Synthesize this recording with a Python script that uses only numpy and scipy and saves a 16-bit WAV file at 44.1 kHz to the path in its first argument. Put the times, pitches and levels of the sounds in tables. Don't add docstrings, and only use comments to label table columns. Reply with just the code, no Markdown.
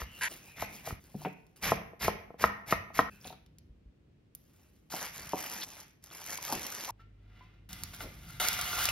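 import sys
import numpy as np
from scipy import signal
from scipy.fft import rfft, irfft, next_fast_len
from scipy.io import wavfile
from scipy.ndimage import uniform_filter1d

SR = 44100
rng = np.random.default_rng(int(sys.argv[2]) if len(sys.argv) > 2 else 0)


def unload_audio(sound):
    columns = np.transpose(np.atleast_2d(sound))
    steps = np.round(np.clip(columns, -1, 1) * 32767)
    wavfile.write(sys.argv[1], SR, steps.astype(np.int16))


N = 392931

PASSAGE_EDGES = [0, .285, 1.0, 1.56, 3.1, 4.35, 4.9, 5.65, 6.11, 6.908, 7.69, 8.399, 9]
STOVE_S, FLAME_S, STIR_S, END_S = PASSAGE_EDGES[-4:]
# (time of knock [s], knock level [dB], hardness [Hz],
# time in the stalks [s], crunch level [dB], growth of the crunch [dB])
STROKES = [(0.017, -39, 1490, 0.048, -41.5, -7), (0.6234, -32.5, 835, 0.083, -38.5, 19.5),
           (0.874, -37, 720, 0.047, -39.5, 18), (1.7189, -22, 860, 0.11, -36, -4.5),
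           (2.0806, -22.5, 900, 0.091, -36, -4), (2.440, -16.5, 1380, 0.064, -32.5, 14.5),
           (2.7246, -21, 1350, 0.07, -34, 11), (2.9909, -17, 1300, 0.065, -35, 15.5)]
# (frequency [Hz], level [dB], t60 [s])
POT_MODES = [(725, 0, .06), (885, -5, .07), (1200, -4, .06), (1390, 8, .028), (2050, 3, .033),
             (2875, -3, .08), (3470, -3, .04), (3820, -6, .07)]


def efforts():
    # (start [s], end [s], level at the end [dB])
    squeezes = [(4.885, 5.042, -39), (5.11, 5.323, -47), (5.336, 5.615, -41.5), (5.623, 5.805, -51.5),
                (6.007, 6.094, -58.5), (6.057, 6.309, -47), (6.262, 6.326, -43.5), (6.397, 6.573, -40),
                (6.582, 6.891, -43.5)]
    # (time of peak [s], level [dB], length [s])
    clump_drops = [(7.702, -55, 0.66), (7.94, -46.5, 0.035), (8.015, -44.5, 0.085), (8.3, -57.5, 0.27)]
    # (time of peak [s], level [dB], length [s])
    spoon_turns = [(8.402, -31.5, 0.59), (8.835, -35, 0.31)]
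    cut = sum(press(s - length, s, db, growth_db, attack_s=0.028, release_s=0.045)
              for s, _, _, length, db, growth_db in STROKES)
    knead = sum(press(start, end, db, growth_db=2, attack_s=0.036, release_s=0.099)
                for start, end, db in squeezes)
    heat = amp(-64) * during(FLAME_S, STIR_S) + amp(-44) * during(STIR_S, END_S)
    heat = heat + swells(clump_drops, rise=0.34) + swells(spoon_turns, rise=0.69)
    return cut, knead, heat


def knife(cut):
    # (frequency [Hz], level per Hz [dB])
    crunch_colour = [(170, -1.5), (350, -7.5), (800, -3), (1400, -6.5), (2100, -1), (3000, -8.5),
                     (4200, -10.5), (6000, -7), (9000, -16.5), (12000, -8), (15500, -23)]
    crunch = crackle(crunch_colour, per_s=3500, spread_db=2.8, wash=.7, clump_db=2.3)
    return cut * patchy(crunch, patch_db=1.3) + blade_scrape() + rustle_and_tail() + blade_song()


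def blade_scrape():
    # (start [s], end of the push [s])
    drag_times = (.21, .238)
    # (frequency [Hz], level per Hz [dB])
    scrape_colour = [(200, -17), (700, -14), (980, 0.5), (1200, -18), (1550, 7), (2600, -5), (3600, -9.5),
                     (5600, -12.5), (7300, -6), (9000, -29), (11000, -5.5), (15500, -49.5)]
    drag = press(*drag_times, db=-29.5, growth_db=8.0, attack_s=0.00061, release_s=0.087)
    return drag * crackle(scrape_colour, per_s=900, spread_db=3, wash=0.55, clump_db=1.2)


def rustle_and_tail():
    # (time of peak [s], level [dB], length [s])
    rustle_rows = [(.19, -51.5, 0.26), (.315, -44.5, 0.18), (.48, -56.5, 0.38), (.755, -47.5, 0.21),
                   (.9, -43, 0.11), (1.07, -61.5, 0.89), (1.225, -50.5, 0.14), (1.57, -58, 0.24),
                   (3.135, -62, 0.21), (3.275, -48, 0.14), (4.61, -67.5, 0.89)]
    # (frequency [Hz], level per Hz [dB])
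    leaf_colour = [(200, 11), (900, 3), (2500, 2), (4000, -1.5), (6500, 3), (11000, 0), (15500, -4)]
    gain = swells(rustle_rows, rise=0.51)
    rustle = crackle(leaf_colour, per_s=1100, spread_db=4.5, wash=0.93, clump_db=1.0)
    rustle = gain * patchy(rustle, patch_db=2.5)
    return rustle + snaps(strays(gain, over_db=-5.0, spread_db=-7, hz=5500, count=14))


def blade_song():
    # (time of peak [s], level [dB], length [s], frequency at the peak [Hz])
    song_rows = [(0.15, -56, 0.55, 2870), (0.49, -60, 0.41, 2530), (0.649, -54, 0.44, 2446),
                 (1.28, -55, 0.14, 2500), (3.12, -63.5, 0.22, 2570), (3.12, -68, 0.37, 1610)]
    sag_hz_per_s = 700
    t, out = np.arange(N) / SR, 0
    for s, db, length, hz in song_rows:
        tone = narrow(N, hz - sag_hz_per_s * (t - s), width_hz=300)
        out = out + swells([(s, db, length)], rise=0.39) * tone
    return out


def knocks():
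    return board_knocks() + bowl_bumps() + pot_taps() + slumps() + thuds() + oil_gulps()


def board_knocks():
    # (frequency [Hz], level [dB], t60 [s])
    board_modes = [(178, -13.5, 0.089), (205, -18.5, 0.46), (385, -24, 0.084), (484, -1, 0.061),
                   (673.3, 1, 0.05), (748.5, 4.5, 0.02), (845, -2, 0.038), (1044, 4, 0.031),
                   (1172, 1, 0.029), (1268, 8, 0.026), (1830, 6.5, 0.035), (1880, -6.5, 0.11),
                   (2100, -1, .03), (2380, -2, 0.07), (3800, -3.5, 0.058)]
    # (time [s], level [dB], hardness [Hz])
    light_contacts = [(0.907, -42, 1300), (1.817, -44, 724), (1.933, -50.5, 550), (2.304, -46, 621.4),
                      (2.342, -48.5, 614.3), (2.903, -48.5, 810)]
    blows = [row[:3] for row in STROKES] + light_contacts
    return struck(board_modes, blows, grain_db=-8.0, grain_t60=0.045)


def bowl_bumps():
    # (frequency [Hz], level [dB], t60 [s])
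    bowl_modes = [(188, -11, 0.17), (310.4, -15.5, 0.17), (406, -11.5, 0.11), (560, -23, 0.019),
                  (747.5, -0.5, 0.087), (900, 9.5, 0.016), (1120, -15.5, 0.033)]
    # (time [s], level [dB], hardness [Hz])
    bump_rows = [(1.143, -46, 547), (1.217, -52, 990), (1.2488, -36.5, 2700), (1.2555, -30.5, 635),
                 (3.251, -48, 825), (3.303, -50, 900), (3.325, -48.5, 1213), (4.938, -38.5, 870),
                 (5.333, -28, 900), (6.5241, -33.5, 1110)]
    return struck(bowl_modes, bump_rows, grain_db=-2.5, grain_t60=0.097, order=4)


def pot_taps():
    # (time [s], level [dB], hardness [Hz])
    tap_rows = [(8.006, -41.5, 2620), (8.59, -39.5, 1490), (8.731, -36.5, 1530), (8.854, -38.5, 3500),
                (8.888, -39, 1410)]
    return struck(POT_MODES, tap_rows, grain_db=-12.0, grain_t60=.04)


def slumps():
    # (time of peak [s], level [dB], length [s])
    slump_rows = [(6.555, -42.5, 0.15), (8.045, -45, 0.15)]
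    return swells(slump_rows, rise=0.36) * narrow(N, 280, width_hz=660)


def thuds():
    # (time [s], level [dB], frequency [Hz], t60 [s])
    thud_rows = [(0.021, -31, 62, 0.12), (0.926, -20.5, 93, 0.02), (1.146, -44, 150.2, 0.81),
                 (1.152, -29, 205, 0.064), (3.695, -42.5, 52.16, 0.14), (3.86, -43.5, 54.66, 0.16),
                 (6.549, -39, 111, 0.069), (8.043, -42, 160, 0.12)]
    out, t = np.zeros(N), np.arange(SR // 3) / SR
    for s, db, hz, t60 in thud_rows:
        add(out, s, amp(db - 60 * t / t60) * np.sin(2 * np.pi * hz * t))
    return out


def oil_gulps():
    # (time [s], level [dB], starting frequency [Hz], t60 [s])
    gulp_rows = [(6.996, -56, 1320, .22), (7.0, -62, 1780, .09), (7.409, -52, 995, .17)]
    climb, climb_s = 0.036, .03
    out, t = np.zeros(N), np.arange(SR // 3) / SR
    for s, db, hz, t60 in gulp_rows:
        pitch = hz * (1 + climb * (1 - np.exp(-t / climb_s)))
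        add(out, s, amp(db - 60 * t / t60) * np.sin(2 * np.pi * np.cumsum(pitch) / SR))
    return out


def glove(knead):
    # (frequency [Hz], level per Hz [dB])
    glove_colour = [(60, -8.5), (200, -1), (400, -3), (850, 1.5), (1400, -3), (2100, 0), (3900, -5.5),
                    (6000, 3), (9000, -5), (12000, -1), (15500, -15)]
    # (start [s], end [s], level [dB], frequency [Hz], width [Hz])
    squeak_rows = [(5.612, 5.641, -41.5, 3900, 1800), (6.483, 6.552, -41.5, 786, 300),
                   (6.875, 6.911, -40, 953, 220)]
    crinkle = crackle(glove_colour, per_s=850, spread_db=4.1, wash=.35, clump_db=1.3)
    out = knead * (patchy(crinkle, patch_db=2.3) + amp(-11) * bubbles())
    for start, end, db, hz, width_hz in squeak_rows:
        count = max(int((end - start) * SR), 64)
        add(out, start, amp(db) * narrow(count, hz, width_hz) * signal.windows.tukey(count, .4))
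    return out


def sharp_clicks(heat):
    # (time [s], peak level [dB], centre [Hz])
    loud_clicks = [(.2385, -27, 6000), (1.467, -51, 6000), (1.628, -25.5, 6650), (3.463, -47, 4190),
                   (3.5851, -39, 7230), (4.3507, -23.5, 11800), (4.9035, -34, 5700), (5.198, -36, 5150),
                   (5.4269, -22, 10500), (6.0402, -30, 8300), (6.264, -23, 10000), (6.3755, -21.5, 6500),
                   (6.525, -15.5, 7000), (6.533, -18, 11000), (6.6315, -28, 6000), (6.6665, -20, 6430),
                   (6.8085, -23, 4500), (6.848, -22.5, 4500), (7.7307, -23, 6330), (7.8357, -17.5, 6900),
                   (8.4857, -6, 7700), (8.6132, -14, 6740), (8.8553, -8, 6060), (8.89, -13, 5500)]
    # (time [s], peak level [dB], centre [Hz])
    ring_falls = [(3.213, -47, 5480), (3.245, -36.5, 3540), (3.278, -35, 3930), (3.298, -37.5, 3850),
                  (3.327, -43, 3700)]
    spits = strays(heat, over_db=18, spread_db=3.0, hz=6700, count=12)
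    return snaps(loud_clicks + spits) + snaps(ring_falls, t60=0.042, sharp_hz=1590)


def stove(heat):
    # (time of peak [s], level [dB], length [s])
    trickle_rows = [(7.01, -68, 0.071), (7.4, -67, 0.55)]
    # (frequency [Hz], level per Hz [dB])
    pour_colour = [(300, -0.5), (2600, 3), (4500, -5), (12000, -20.5)]
    fry_colour = [(100, -14.5), (480, -6), (700, -1), (1300, 0.5), (1650, 0), (2600, 0.5), (3800, 1),
                  (6000, 1), (12000, -1), (16000, -9)]
    stream = swells(trickle_rows, rise=0.46)
    oil = stream * crackle(pour_colour, per_s=2600, spread_db=1, wash=0.9, clump_db=1.5)
    sizzle = crackle(fry_colour, per_s=4500, spread_db=3.3, wash=.45, clump_db=.9)
    sizzle = patchy(sizzle, patch_db=1.6) + amp(-13) * bubbles()
    return in_pot(oil + heat * sizzle, ring_db=-11)


def background(cut):
    # (frequency [Hz], level per Hz [dB])
    air_colour = [(50, -17), (100, -6.5), (330, -7), (900, -26), (2700, -28), (6000, -39.5), (12000, -50)]
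    rumble_colour = [(20, -24), (50, 3.5), (170, -1), (300, -14), (2000, -62.5)]
    # (frequency [Hz], rms level [dB])
    hum_tones = [(48, -58), (101, -60)]
    # (time of peak [s], level [dB], length [s])
    handling = [(3.7, -65, 0.84), (5.27, -53.5, 0.25)]
    t = np.arange(N) / SR
    air = np.array([coloured(z, air_colour) for z in rng.standard_normal((2, N))])
    keep = np.exp(-1 / (0.052 * SR))
    table = signal.lfilter([1 - keep], [1, -keep], amp(-6) * cut)
    flame = amp(-54.5) * during(FLAME_S, END_S)
    shake = amp(-65) + flame + table + swells(handling, rise=0.84)
    hum = sum(amp(db) * np.sqrt(2) * np.sin(2 * np.pi * hz * t) for hz, db in hum_tones)
    hum = hum * during(STOVE_S, END_S)
    rumble = shake * coloured(rng.standard_normal(N), rumble_colour)
    return amp(-69) * air + rumble + hum * amp(2.5 * wander(size=3000))


def crackle(colour, per_s, spread_db, wash, clump_db, split_hz=3000):
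    surge, out = 0.52 * wander(size=800), 0
    for band, uneven_db in (("lowpass", spread_db / 2), ("highpass", spread_db)):
        sizes = amp(uneven_db * np.minimum(rng.exponential(1, N), 4)) * rng.choice([-1, 1], N)
        bursts = unit(sizes * (rng.random(N) < per_s / SR)) + wash * rng.standard_normal(N)
        clumped = bursts * amp(clump_db * (surge + wander(size=220)))
        out = out + signal.lfilter(*signal.butter(2, split_hz, band, fs=SR), clumped)
    return coloured(out, colour)


def struck(modes, blows, grain_db, grain_t60, order=2, bend_hz=900, low_hz=120):
    out, t, pole = np.zeros(N), np.arange(SR // 4) / SR, np.exp(-2 * np.pi * bend_hz / SR)
    for s, db, hard_hz in blows:
        ring = 0
        for hz, mode_db, t60 in modes:
            favour_db = 5.6 * np.exp(-(np.log2(hz / hard_hz) / .5) ** 2)
            level_db = mode_db + rng.standard_normal() + favour_db
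            ring = ring + amp(level_db - 60 * t / t60) * np.cos(2 * np.pi * hz * t)
        for edge_hz in (hard_hz, 2 * hard_hz):
            ring = signal.lfilter(*signal.butter(order, edge_hz, fs=SR), ring)
        ring = signal.sosfilt([[-pole, 1, 0, 1, -pole, 0]] * 5, ring)
        band = signal.butter(order + 1, [low_hz, hard_hz], "bandpass", fs=SR, output="sos")
        dense = signal.sosfilt(band, rng.standard_normal(len(t))) * amp(-60 * t / grain_t60)
        blow = ring / np.linalg.norm(ring) + amp(grain_db) * dense / np.linalg.norm(dense)
        add(out, s, amp(db) * blow * np.sqrt(SR / 100))
    return out


def narrow(count, hz, width_hz):
    slips = rng.standard_normal(count) + 1j * rng.standard_normal(count)
    slips = signal.lfilter(*signal.butter(2, width_hz / 2, fs=SR), slips)
    carrier = np.exp(2j * np.pi * np.cumsum(hz * np.ones(count)) / SR)
    return unit((slips * carrier).real)


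def snaps(rows, t60=0.03, sharp_hz=7000):
    out, t = np.zeros(N), np.arange(SR // 100) / SR
    for s, db, hz in rows:
        push = (t == 0) + 0.084 * rng.standard_normal(len(t)) * amp(-60 * t / t60)
        sharpness = max((hz / sharp_hz) ** 2, 1)
        click = signal.lfilter(*signal.iirpeak(min(hz, SR / 3), sharpness, fs=SR), push)
        add(out, s, amp(db) * click / abs(click).max())
    return out


def strays(effort, over_db, spread_db, hz, count):
    busy, rows = np.flatnonzero(effort > amp(-62)), []
    for when, size, pitch in rng.random((count, 3)):
        at = busy[int(when * len(busy))]
        db = 20 * np.log10(effort[at]) + over_db + spread_db * (2 * size - 1)
        rows.append((at / SR, db, hz * 2 ** (pitch - .5)))
    return rows


def bubbles(per_s=350, low_hz=1000, high_hz=5500, cycles=24, spread_db=3):
    out, t = np.zeros(N), np.arange(SR // 40) / SR
    for when, pitch, size in rng.random((int(per_s * N / SR), 3)):
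        turns = low_hz * (high_hz / low_hz) ** pitch * t
        level_db = -spread_db * np.log(1 - size) - 60 * turns / cycles
        add(out, when * N / SR, amp(level_db) * np.sin(2 * np.pi * turns))
    return unit(out)


def in_pot(x, ring_db):
    t = np.arange(SR // 10) / SR
    ring = sum(amp(db - 60 * t / t60) * np.cos(2 * np.pi * hz * t) for hz, db, t60 in POT_MODES)
    return signal.oaconvolve(x, (t == 0) + amp(ring_db) * ring / np.linalg.norm(ring))[:N]


def patchy(x, patch_db, size=384):
    z = signal.stft(x, nperseg=size)[2]
    field = rng.standard_normal(z.shape)
    for _ in range(2):
        field = uniform_filter1d(uniform_filter1d(field, size=3, axis=0), size=5, axis=1)
    return unit(signal.istft(z * amp(patch_db * unit(field)), nperseg=size)[1][:N])


def coloured(x, colour):
    log_gain = np.log(amp(read(colour, abs(np.fft.fftfreq(4096, 1 / SR)))))
    response = np.fft.ifft(np.exp(np.conj(signal.hilbert(log_gain)))).real
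    return unit(signal.oaconvolve(x, response)[:N])


def wander(size):
    return unit(uniform_filter1d(uniform_filter1d(rng.standard_normal(N), size), size))


def during(start, end):
    t = np.arange(N) / SR
    return 1. * ((t >= start) & (t < end))


def passage(s):
    k = np.clip(np.searchsorted(PASSAGE_EDGES, s), 1, len(PASSAGE_EDGES) - 1)
    return during(PASSAGE_EDGES[k - 1], PASSAGE_EDGES[k])


def swells(rows, rise):
    t, out = np.arange(N) / SR, 0
    for s, db, length in rows:
        away = np.maximum((s - t) / rise, (t - s) / (1 - rise)) / length
        out = out + passage(s) * amp(db - 20 * away)
    return out


def press(start, end, db, growth_db, attack_s, release_s):
    t = np.arange(N) / SR
    ahead = np.clip((end - t) / max(end - start, attack_s), 0, 1)
    onset = np.clip((t - start) / attack_s, 0, 1) ** 2
    level_db = db - growth_db * ahead - 20 * np.maximum(t - end, 0) / release_s
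    return passage((start + end) / 2) * onset * amp(level_db)


def amp(db):
    return 10 ** (np.asarray(db) / 20)


def unit(x):
    return x / np.sqrt(np.mean(x ** 2) + 1e-20)


def read(points, hz):
    f, value = np.transpose(points)
    return np.interp(np.log(hz + 1), np.log(f + 1), value)


def add(mix, s, sound):
    part = mix[max(round(s * SR), 0):][:len(sound)]
    part += sound[:len(part)]


def ports(x):
    # (frequency [Hz], phase [rad])
    phase_lead = [(60, 0), (700, -.35), (1600, -.1), (2100, -.75), (2600, -.9), (3000, .9), (3900, .1),
                  (5200, 1.4), (8100, 3.14), (13000, 6.3), (16000, 8.2)]
    size = next_fast_len(N + 4096)
    turn = np.exp(.5j * read(phase_lead, np.fft.rfftfreq(size, 1 / SR)))
    return irfft(rfft(x, size) * np.array([turn, 1 / turn]), size)[:, :N]


def echo(build_s):
    # (frequency [Hz], t60 [s])
    room_t60 = [(100, 0.86), (260, 0.6), (700, 0.58), (1900, 0.54), (5000, 0.38), (14000, 0.58)]
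    # (frequency [Hz], level [dB])
    room_colour = [(50, -5), (200, 3), (600, 1.5), (1200, 2), (2200, 11), (4000, 4), (6000, 4),
                   (8200, -33.5), (11000, -1), (16000, -10)]
    hz, t, z = signal.stft(rng.standard_normal((2, SR // 2)), SR, nperseg=256)
    z = z * amp(read(room_colour, hz)[:, None] - 60 * t / read(room_t60, hz)[:, None])
    tail = signal.istft(z, SR, nperseg=256)[1]
    tail *= 1 - np.exp(-(np.arange(tail.shape[1]) / SR / build_s) ** 2)
    return tail / np.linalg.norm(tail[0])


def kitchen(x, size=11000):
    out = np.zeros((2, N))
    edges = np.minimum(np.array(PASSAGE_EDGES) * SR, N).astype(int)
    for first, last in zip(edges, edges[1:]):
        for a in range(first, last, size):
            piece = x[None, a:min(a + size, last)]
            wet = signal.fftconvolve(piece, echo(build_s=0.0054), axes=1)[:, :last - a]
            fade = np.minimum((last - a - np.arange(wet.shape[1])) / 130, 1)
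            out[:, a:a + wet.shape[1]] += wet * fade
    return out


def scene():
    cut, knead, heat = efforts()
    hits, cutting, cooking = knocks(), knife(cut), stove(heat)
    mixing = glove(knead) + sharp_clicks(heat)
    direct = ports(hits) * amp([[.5], [-.5]]) + ports(cutting + mixing + cooking)
    to_room = amp(-13.0) * hits + amp(-11.0) * cutting + amp(-10.5) * mixing + amp(-8.0) * cooking
    return direct + kitchen(to_room) + background(cut)


def record(dry):
    side = signal.lfilter(*signal.butter(1, 220, "highpass", fs=SR), (dry[0] - dry[1]) / 2)
    bass_cut = signal.butter(2, 36, "highpass", fs=SR, output="sos")
    pair = signal.sosfilt(bass_cut, dry.mean(0) + np.array([side, -side]))
    band_limit = signal.firwin(301, 15950, window=("kaiser", 9), fs=SR)
    return signal.oaconvolve(pair, band_limit[None], "same")


dry = scene()
out = record(dry)
unload_audio(out)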